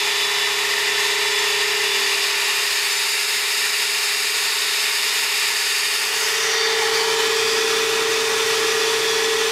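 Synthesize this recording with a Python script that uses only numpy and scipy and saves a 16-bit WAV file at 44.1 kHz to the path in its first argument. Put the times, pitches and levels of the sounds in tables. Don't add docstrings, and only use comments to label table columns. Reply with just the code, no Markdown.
import sys
import numpy as np
from scipy import signal
from scipy.fft import rfft, irfft
from scipy.io import wavfile
from scipy.ndimage import uniform_filter1d

SR = 44100
rng = np.random.default_rng(int(sys.argv[2]) if len(sys.argv) > 2 else 0)


def generate_wav(sig):
    pcm = np.round(np.clip(np.atleast_2d(sig).T, -1, 1) * 32767).astype(np.int16)
    wavfile.write(sys.argv[1], SR, pcm)


def volts_from_decibels(level):
    exponent = np.asarray(level, float) / 20
    return 10 ** exponent


N = 419391
WINDOW = 2048

# (time [s], place, rush level [dB])
CAMERA = [(0, -1.16, 0), (.95, -.5, .5), (1.25, -0.21, .5), (1.85, 0.021, 0.5), (2.1, 0.16, 1),
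          (2.35, 0.45, 1), (2.7, 0.72, .5), (3.1, .95, 0), (4.2, 0.96, 0), (4.8, 1.1, 0.45), (5.9, 1.1, 0),
          (6.2, 1.38, 0.4), (6.5, 1.63, 0.9), (6.7, 1.78, 0.9), (7.1, 1.94, 0), (7.5, 2, 0), (9, 1.95, 0.5),
          (9.51, 2, -.5)]
# (speed before [Hz], shift starts [s], shift ends [s], speed then [Hz], final speed [Hz])
MOTORS = [
    (434.3, 1.79, 1.88, 437.3, 447.9),
    (405.4, 1.7, 1.96, 398, 415.9),
    (150, 1.8, 1.9, 168, 399),
    (150, 2.2, 2.3, 170, 258.9),
]


def columns(table, t):
    s, *rest = np.transpose(table)
    return np.array([np.interp(t, s, c) for c in rest])


def walk(shape, steps):
    k = max(int(steps), 1)
    v = rng.standard_normal(shape)
    for _ in range(2):
        v = uniform_filter1d(v, k, mode="wrap")
    return v / v.std()


def hump(f, hz, width):
    return np.exp(-.5 * ((f - hz) / (.5 * width)) ** 2)


def shaft_speeds(t):
    settle_s = (1.0, .6, .25, 1.18)
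    hold_s = (.12, .11, 0, 0)
    hz = []
    for (old, start, end, new, final), tau, hold in zip(MOTORS, settle_s, hold_s):
        climb = 1 - np.exp(-np.maximum(t - end - hold, 0) / tau)
        hz.append(np.interp(t, [start, end], [old, new]) + (final - new) * climb)
    hz = np.array(hz)
    late = np.maximum(t - MOTORS[2][2], 0)
    hz[2] += 12 * (np.exp(-late / settle_s[2]) - np.exp(-late / 1.6))
    hz[0] += np.interp(t, (.55, 1.0), [1.3, 0]) - .2 * np.maximum(t - 6.8, 0)
    return hz


def blade_whine(t):
    base_db = (-56, -48, -54)
    # (time [s], length [s], level [dB])
    crests = [
        [(.15, 0.88, -30.5), (.95, 0.34, -34.5), (1.42, 0.48, -32), (1.92, 0.18, -30.5), (2.12, .32, -35),
         (4.6, .7, -42), (5.6, .9, -43), (6.67, 0.38, -33.5), (7.22, .2, -34), (7.7, .5, -44), (8.4, .7, -43),
         (9.55, .4, -38)],
        [(0, .3, -45), (.8, .45, -45), (1.65, .5, -40), (2.2, .3, -37), (5.8, 0.66, -39.5), (6.45, .35, -39),
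         (7.0, .3, -46), (7.65, 0.97, -36.5), (8.8, 1.1, -39)],
        [(3.9, .7, -40), (5.2, .4, -46.5), (6.8, 0.42, -38), (7.35, .5, -43.5), (9.4, 1.2, -45)],
    ]
    whine = []
    for base, rows in zip(base_db, crests):
        power = volts_from_decibels(2 * base)
        for s, length, db in rows:
            power = power + volts_from_decibels(2 * db) * hump(t, s, length) ** 2
        whine.append(np.sqrt(power))
    whine[2] = whine[2] * (t > 2.8)
    return whine


def motors():
    # (place, motor 1 [dB], motor 2 [dB], motor 3 [dB], motor 4 [dB], mains hum [dB])
    shafts = [
        (-1.2, -42.5, -36, -48, -64, -59),
        (0, -34.5, -33, -40, -64, -57),
        (0.2, -41, -35, -43, -64, -57),
        (0.87, -49.5, -41.5, -46, -61, -63.5),
        (1.15, -48.5, -44, -46.5, -62, -62.7),
        (1.42, -36.5, -39.5, -43, -69, -58.5),
        (1.78, -26.5, -36, -36.5, -65, -53),
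        (2, -25, -33, -35, -49, -50),
    ]
    # (motor index, multiple, level under shaft tone [dB])
    overtones = [
        (0, 3, -21),
        (2, 2, -8),
        (3, 2, -9),
    ]
    blades = (8, 6, 6)

    t = np.arange(N) / SR
    hz = uniform_filter1d(shaft_speeds(t), 4000, axis=1)
    turns = 2 * np.pi * np.cumsum(hz, axis=1) / SR
    turns = turns + 2 * np.pi * rng.random((4, 1)) + .025 * walk((4, N), SR / 12)
    *shaft_db, hum_db = columns(shafts, columns(CAMERA, t)[0])
    for m, start_s, fade_s in ((2, 1.93, .05), (3, 2.8, .3)):
        unbalance = (hz[m] / MOTORS[m][4]) ** 2
        fade = np.clip((t - start_s) / fade_s, .01, 1)
        swallowed_db = -11 * hump(hz[m], 322, 55)
        shaft_db[m] = shaft_db[m] + swallowed_db + 20 * np.log10(unbalance * fade)

    out = np.zeros(N)
    for phase, db in zip(turns, shaft_db):
        out += volts_from_decibels(db + .3 * walk(N, SR / 8)) * np.sin(phase)
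    for m, multiple, db in overtones:
        out += volts_from_decibels(shaft_db[m] + db + 1.5 * walk(N, SR / 6)) * np.sin(multiple * turns[m])
    for phase, count, gain in zip(turns, blades, blade_whine(t)):
        out += gain * volts_from_decibels(1.5 + 1.2 * walk(N, SR / 30)) * np.sin(count * phase)
    hum_db = hum_db - 3.5 * np.clip((t - 1.92) / .1 + .5, 0, 1)
    mains_hz = 120
    return np.sqrt(2) * (out + volts_from_decibels(hum_db) * np.sin(2 * np.pi * mains_hz * t))


def fan():
    # (place, shaft tone [dB], second harmonic [dB])
    fan_path = [
        (-1, -63, -60.5),
        (0, -63.5, -58.5),
        (.4, -80, -66),
        (1.2, -82, -66),
        (1.6, -76, -60),
        (2, -72, -50),
    ]
    t = np.arange(N) / SR
    hz = np.interp(t, MOTORS[0][1:3], (160, 163.4))
    turns = 2 * np.pi * np.cumsum(hz) / SR + 0.27 * walk(N, SR / 6)
    low_db, high_db = columns(fan_path, columns(CAMERA, t)[0])
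    low = volts_from_decibels(low_db) * np.sin(turns)
    octave = volts_from_decibels(high_db + 3 * walk(N, SR / 4)) * np.sin(2 * turns)
    return np.sqrt(2) * (low + octave)


def place_colour(f, near):
    # (frequency [Hz], beside the bench [dB per Hz], over the head [dB per Hz], at the laptop [dB per Hz])
    air_floor = [(25.0, -89.9, -95, -80), (60.0, -89.7, -92.2, -79.5), (150.0, -81, -85.8, -71),
                 (304, -75.5, -78.5, -69), (515, -71.5, -76, -65), (750, -68.5, -69.5, -68),
                 (1120, -62, -65, -58.5), (1640, -64.5, -63, -61.5), (3070, -61, -62, -59),
                 (5900.0, -68, -66.5, -63.5), (9470, -74, -69.5, -72.5), (13600, -78.5, -73, -79.5),
                 (14500.0, -84, -77, -82), (15700.0, -92, -90, -88.2)]
    # (frequency [Hz], width [Hz], level [dB])
    beside = [(162, 15, 3), (355, 30, 5.5), (686, 22, 4.5), (918, 190, 8), (1816, 164, 12), (2006, 84, 9),
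              (2320, 440, 6.5), (2800, 300, 6), (1630, 55, -2), (3800, 350, 7), (4820, 630, 7),
              (5350, 140, 6.5), (6640, 650, 4), (7630, 900, 4), (8970, 300, 4), (11100, 500, 3)]
    # (frequency [Hz], width [Hz], level [dB])
    over = [(446, 37, 15), (910, 78, 6), (1110, 60, 5), (1827, 410, 6.5), (1604, 95, -8.5),
            (2416, 410, 6.5), (2800, 240, 5.5), (3705, 290, 6), (4010, 370, 2.5), (4715, 630, 8.5),
            (5210, 270, 6), (6000, 200, -4.5), (6720, 710, 4.5), (7940, 1250, 3.5), (8940, 400, 2.5),
            (10700, 630, 3.5)]
    # (frequency [Hz], width [Hz], level [dB])
    laptop = [(329, 15, 7), (351, 29, 11), (434, 14, 14.5), (440, 10, 0), (454, 10, 4), (542, 43, 6.5),
              (870, 210, 5.5), (1330, 71, 2), (1716, 41, 10), (1900, 89, 9.5), (2260, 35, 6),
              (2535, 61, 3.5), (2730, 31, 7.5), (3010, 40, 7), (3110, 40, 2), (2200, 54, -1),
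              (3830, 130, -3.5), (4240, 300, -1.5), (4520, 62, 6), (4620, 50, -1.5), (5000, 50, 1),
              (5360, 140, 1.5)]
    hz, *floors = np.transpose(air_floor)
    db = 0
    for here, floor, modes in zip(near, floors, (beside, over, laptop)):
        colour = np.interp(np.log(f + 1), np.log(hz), floor)
        for mode_hz, width, top_db in modes:
            colour = colour + top_db * hump(f, mode_hz, width)
        db = db + here * colour
    return db


def camera_tilt(f, place):
    path_bass_db = (-.5, -1, -2)
    path_treble_db = (1, 0.1, 0.55)
    turn = hump(place, 1.715, 0.22)
    bass_db = np.interp(place, np.arange(3), path_bass_db) - 1.5 * turn
    treble_db = np.interp(place, np.arange(3), path_treble_db) - 4.5 * turn
    return bass_db / (1 + (f / 700) ** 4) + treble_db / (1 + (6500 / (f + 1)) ** 4)


def sliding_waves(f, t):
    # (time [s], length [s], frequency [Hz], glide [Hz per s], level [dB])
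    slides = [(6.87, 0.64, 820, 270, 6), (6.6, 1.0, 2090, 500, 3.5), (6.69, 0.57, 2570, 350, -8.5),
              (6.2, .5, 4020, 200, -5.5), (7.25, .15, 3950, 100, 5), (5.8, .5, 4650, -800, 1),
              (6.62, 0.18, 4570, 600, 7), (7.0, 0.13, 4640, -400, 7.5), (7.5, 0.27, 4800, 400, 5.5),
              (6.48, .35, 5820, -200, 6.5), (6.42, .35, 6060, -200, 3), (6.0, .15, 7250, -1000, -3),
              (6.4, 0.19, 6700, -1200, 2), (7.3, 0.36, 7300, 1600, 4)]
    db = 0
    for s, length, hz, glide, top_db in slides:
        width = 120 + 0.059 * hz
        db = db + top_db * hump(t, s, length) * hump(f, hz + glide * (t - s), width)
    return db


def screen_gap(f, t):
    # (time [s], frequency [Hz], level [dB])
    gap = [
        (6.7, 2800, -1),
        (7.05, 3120, 1.5),
        (7.5, 3400, 6.5),
        (7.8, 3530, 4),
        (8.2, 3620, 4.5),
        (8.7, 3560, 1.5),
        (9.1, 3440, 6),
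        (9.51, 3400, 4),
    ]
    gap_modes = [
        (.86, 0.12, -0.9),
        (1, 0.075, 1),
        (1.7, 0.04, .5),
        (2.43, 0.049, 0.06),
    ]
    gap_hz, gap_db = columns(gap, t)
    shape = sum(share * hump(f, m * gap_hz, w * m * gap_hz) for m, w, share in gap_modes)
    return gap_db * (t > gap[0][0]) * shape


def reflections(f, place, near, rate):
    # (beside [ms], over [ms], at the laptop [ms], gain)
    echoes = [
        (5.7, 6.1, 4.1, 0.062),
        (3.8, 2.9, 6.7, 0.077),
        (12, 7.5, 8.3, 0.13),
        (13.5, 12.1, 11.7, 0.087),
    ]
    sway = 1 + 0.0043 * walk((len(echoes), len(place)), rate / 1.9)
    hard = 1 + 0.5 * near[2]
    room = 1
    for (*delays_ms, gain), s in zip(echoes, sway):
        delay_s = np.interp(place, np.arange(3), delays_ms) * s / 1000
        room = room + hard * gain * np.exp(-2j * np.pi * f * delay_s)
    return room


def rush():
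    overlap = WINDOW * 3 // 4
    f, t, noise = signal.stft(rng.standard_normal(N), SR, nperseg=WINDOW, noverlap=overlap)
    f, rate = f[:, None], 4 * SR / WINDOW
    place, rush_db = columns(CAMERA, t)
    place = np.clip(place, 0, 2)
    near = np.clip(1 - abs(place - np.arange(3)[:, None]), 0, 1)
    db = rush_db + camera_tilt(f, place) + place_colour(f, near)
    db = db + screen_gap(f, t) + sliding_waves(f, t)
    db = db + (.1 + .35 * f / 10000) * walk(len(t), rate / 25)
    patches = uniform_filter1d(walk(noise.shape, rate / 5), size=9, axis=0)
    db = db + 0.6 * patches / patches.std()
    shaped = noise * volts_from_decibels(db) * reflections(f, place, near, rate) * (f < 15710)
    air = signal.istft(shaped * np.sqrt(SR / 2), SR, nperseg=WINDOW, noverlap=overlap)[1][:N]
    return air * volts_from_decibels(0.4 * walk(N, SR / 90))


def scene():
    mono = motors() + fan() + rush()
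    return np.array([mono, mono])


def splits(mono):
    # (time [s], low edge [Hz], high edge [Hz])
    split_bands = [(1.377, 5000, 7060), (1.377, 9470, 11200), (1.377, 12400, 13950), (1.608, 10160, 11890),
                   (1.956, 10850, 13090), (2.514, 10850, 12580), (2.908, 4480, 7060), (2.955, 5000, 7060),
                   (2.955, 12230, 13950), (3.094, 6030, 7750), (3.094, 9470, 11200), (4.023, 6720, 9820),
                   (4.023, 12230, 13950), (4.232, 11540, 13260), (5.416, 6720, 8440), (6.229, 3960, 5860),
                   (7.715, 8100, 9820), (8.11, 7410, 9130), (8.39, 7410, 9130), (8.39, 14300, 15850),
                   (8.807, 3960, 5340), (8.807, 13780, 15160), (9.086, 3960, 5340), (9.086, 6720, 8440),
                   (9.086, 10850, 12580), (9.086, 13090, 15850), (9.225, 5510, 9130), (9.225, 11540, 13260),
                   (9.457, 5510, 7060), (9.457, 10850, 15850)]
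    side, f = np.zeros(N + WINDOW), np.arange(WINDOW // 2 + 1) * SR / WINDOW
    window = signal.windows.kaiser_bessel_derived(WINDOW, 4 * np.pi)
    for s, low_hz, high_hz in split_bands:
        band = (f > low_hz + 200) * (f < min(high_hz - 170, 15650))
        i = 179 + round((s * SR - 179) / 1024) * 1024
        heard = irfft(rfft(mono[i:i + WINDOW], WINDOW) * band)
        burst = irfft(rfft(rng.standard_normal(WINDOW)) * band)
        side[i:i + WINDOW] += burst / burst.std() * heard.std() * volts_from_decibels(-3) * window
    return side[:N] * np.array([[1], [-1]])


def top_cut(x):
    return signal.sosfilt(signal.butter(12, 15730, fs=SR, output="sos"), x)


def record(dry):
    mix = dry + splits(dry[0])
    return top_cut(mix)


dry = scene()
out = record(dry)
generate_wav(out)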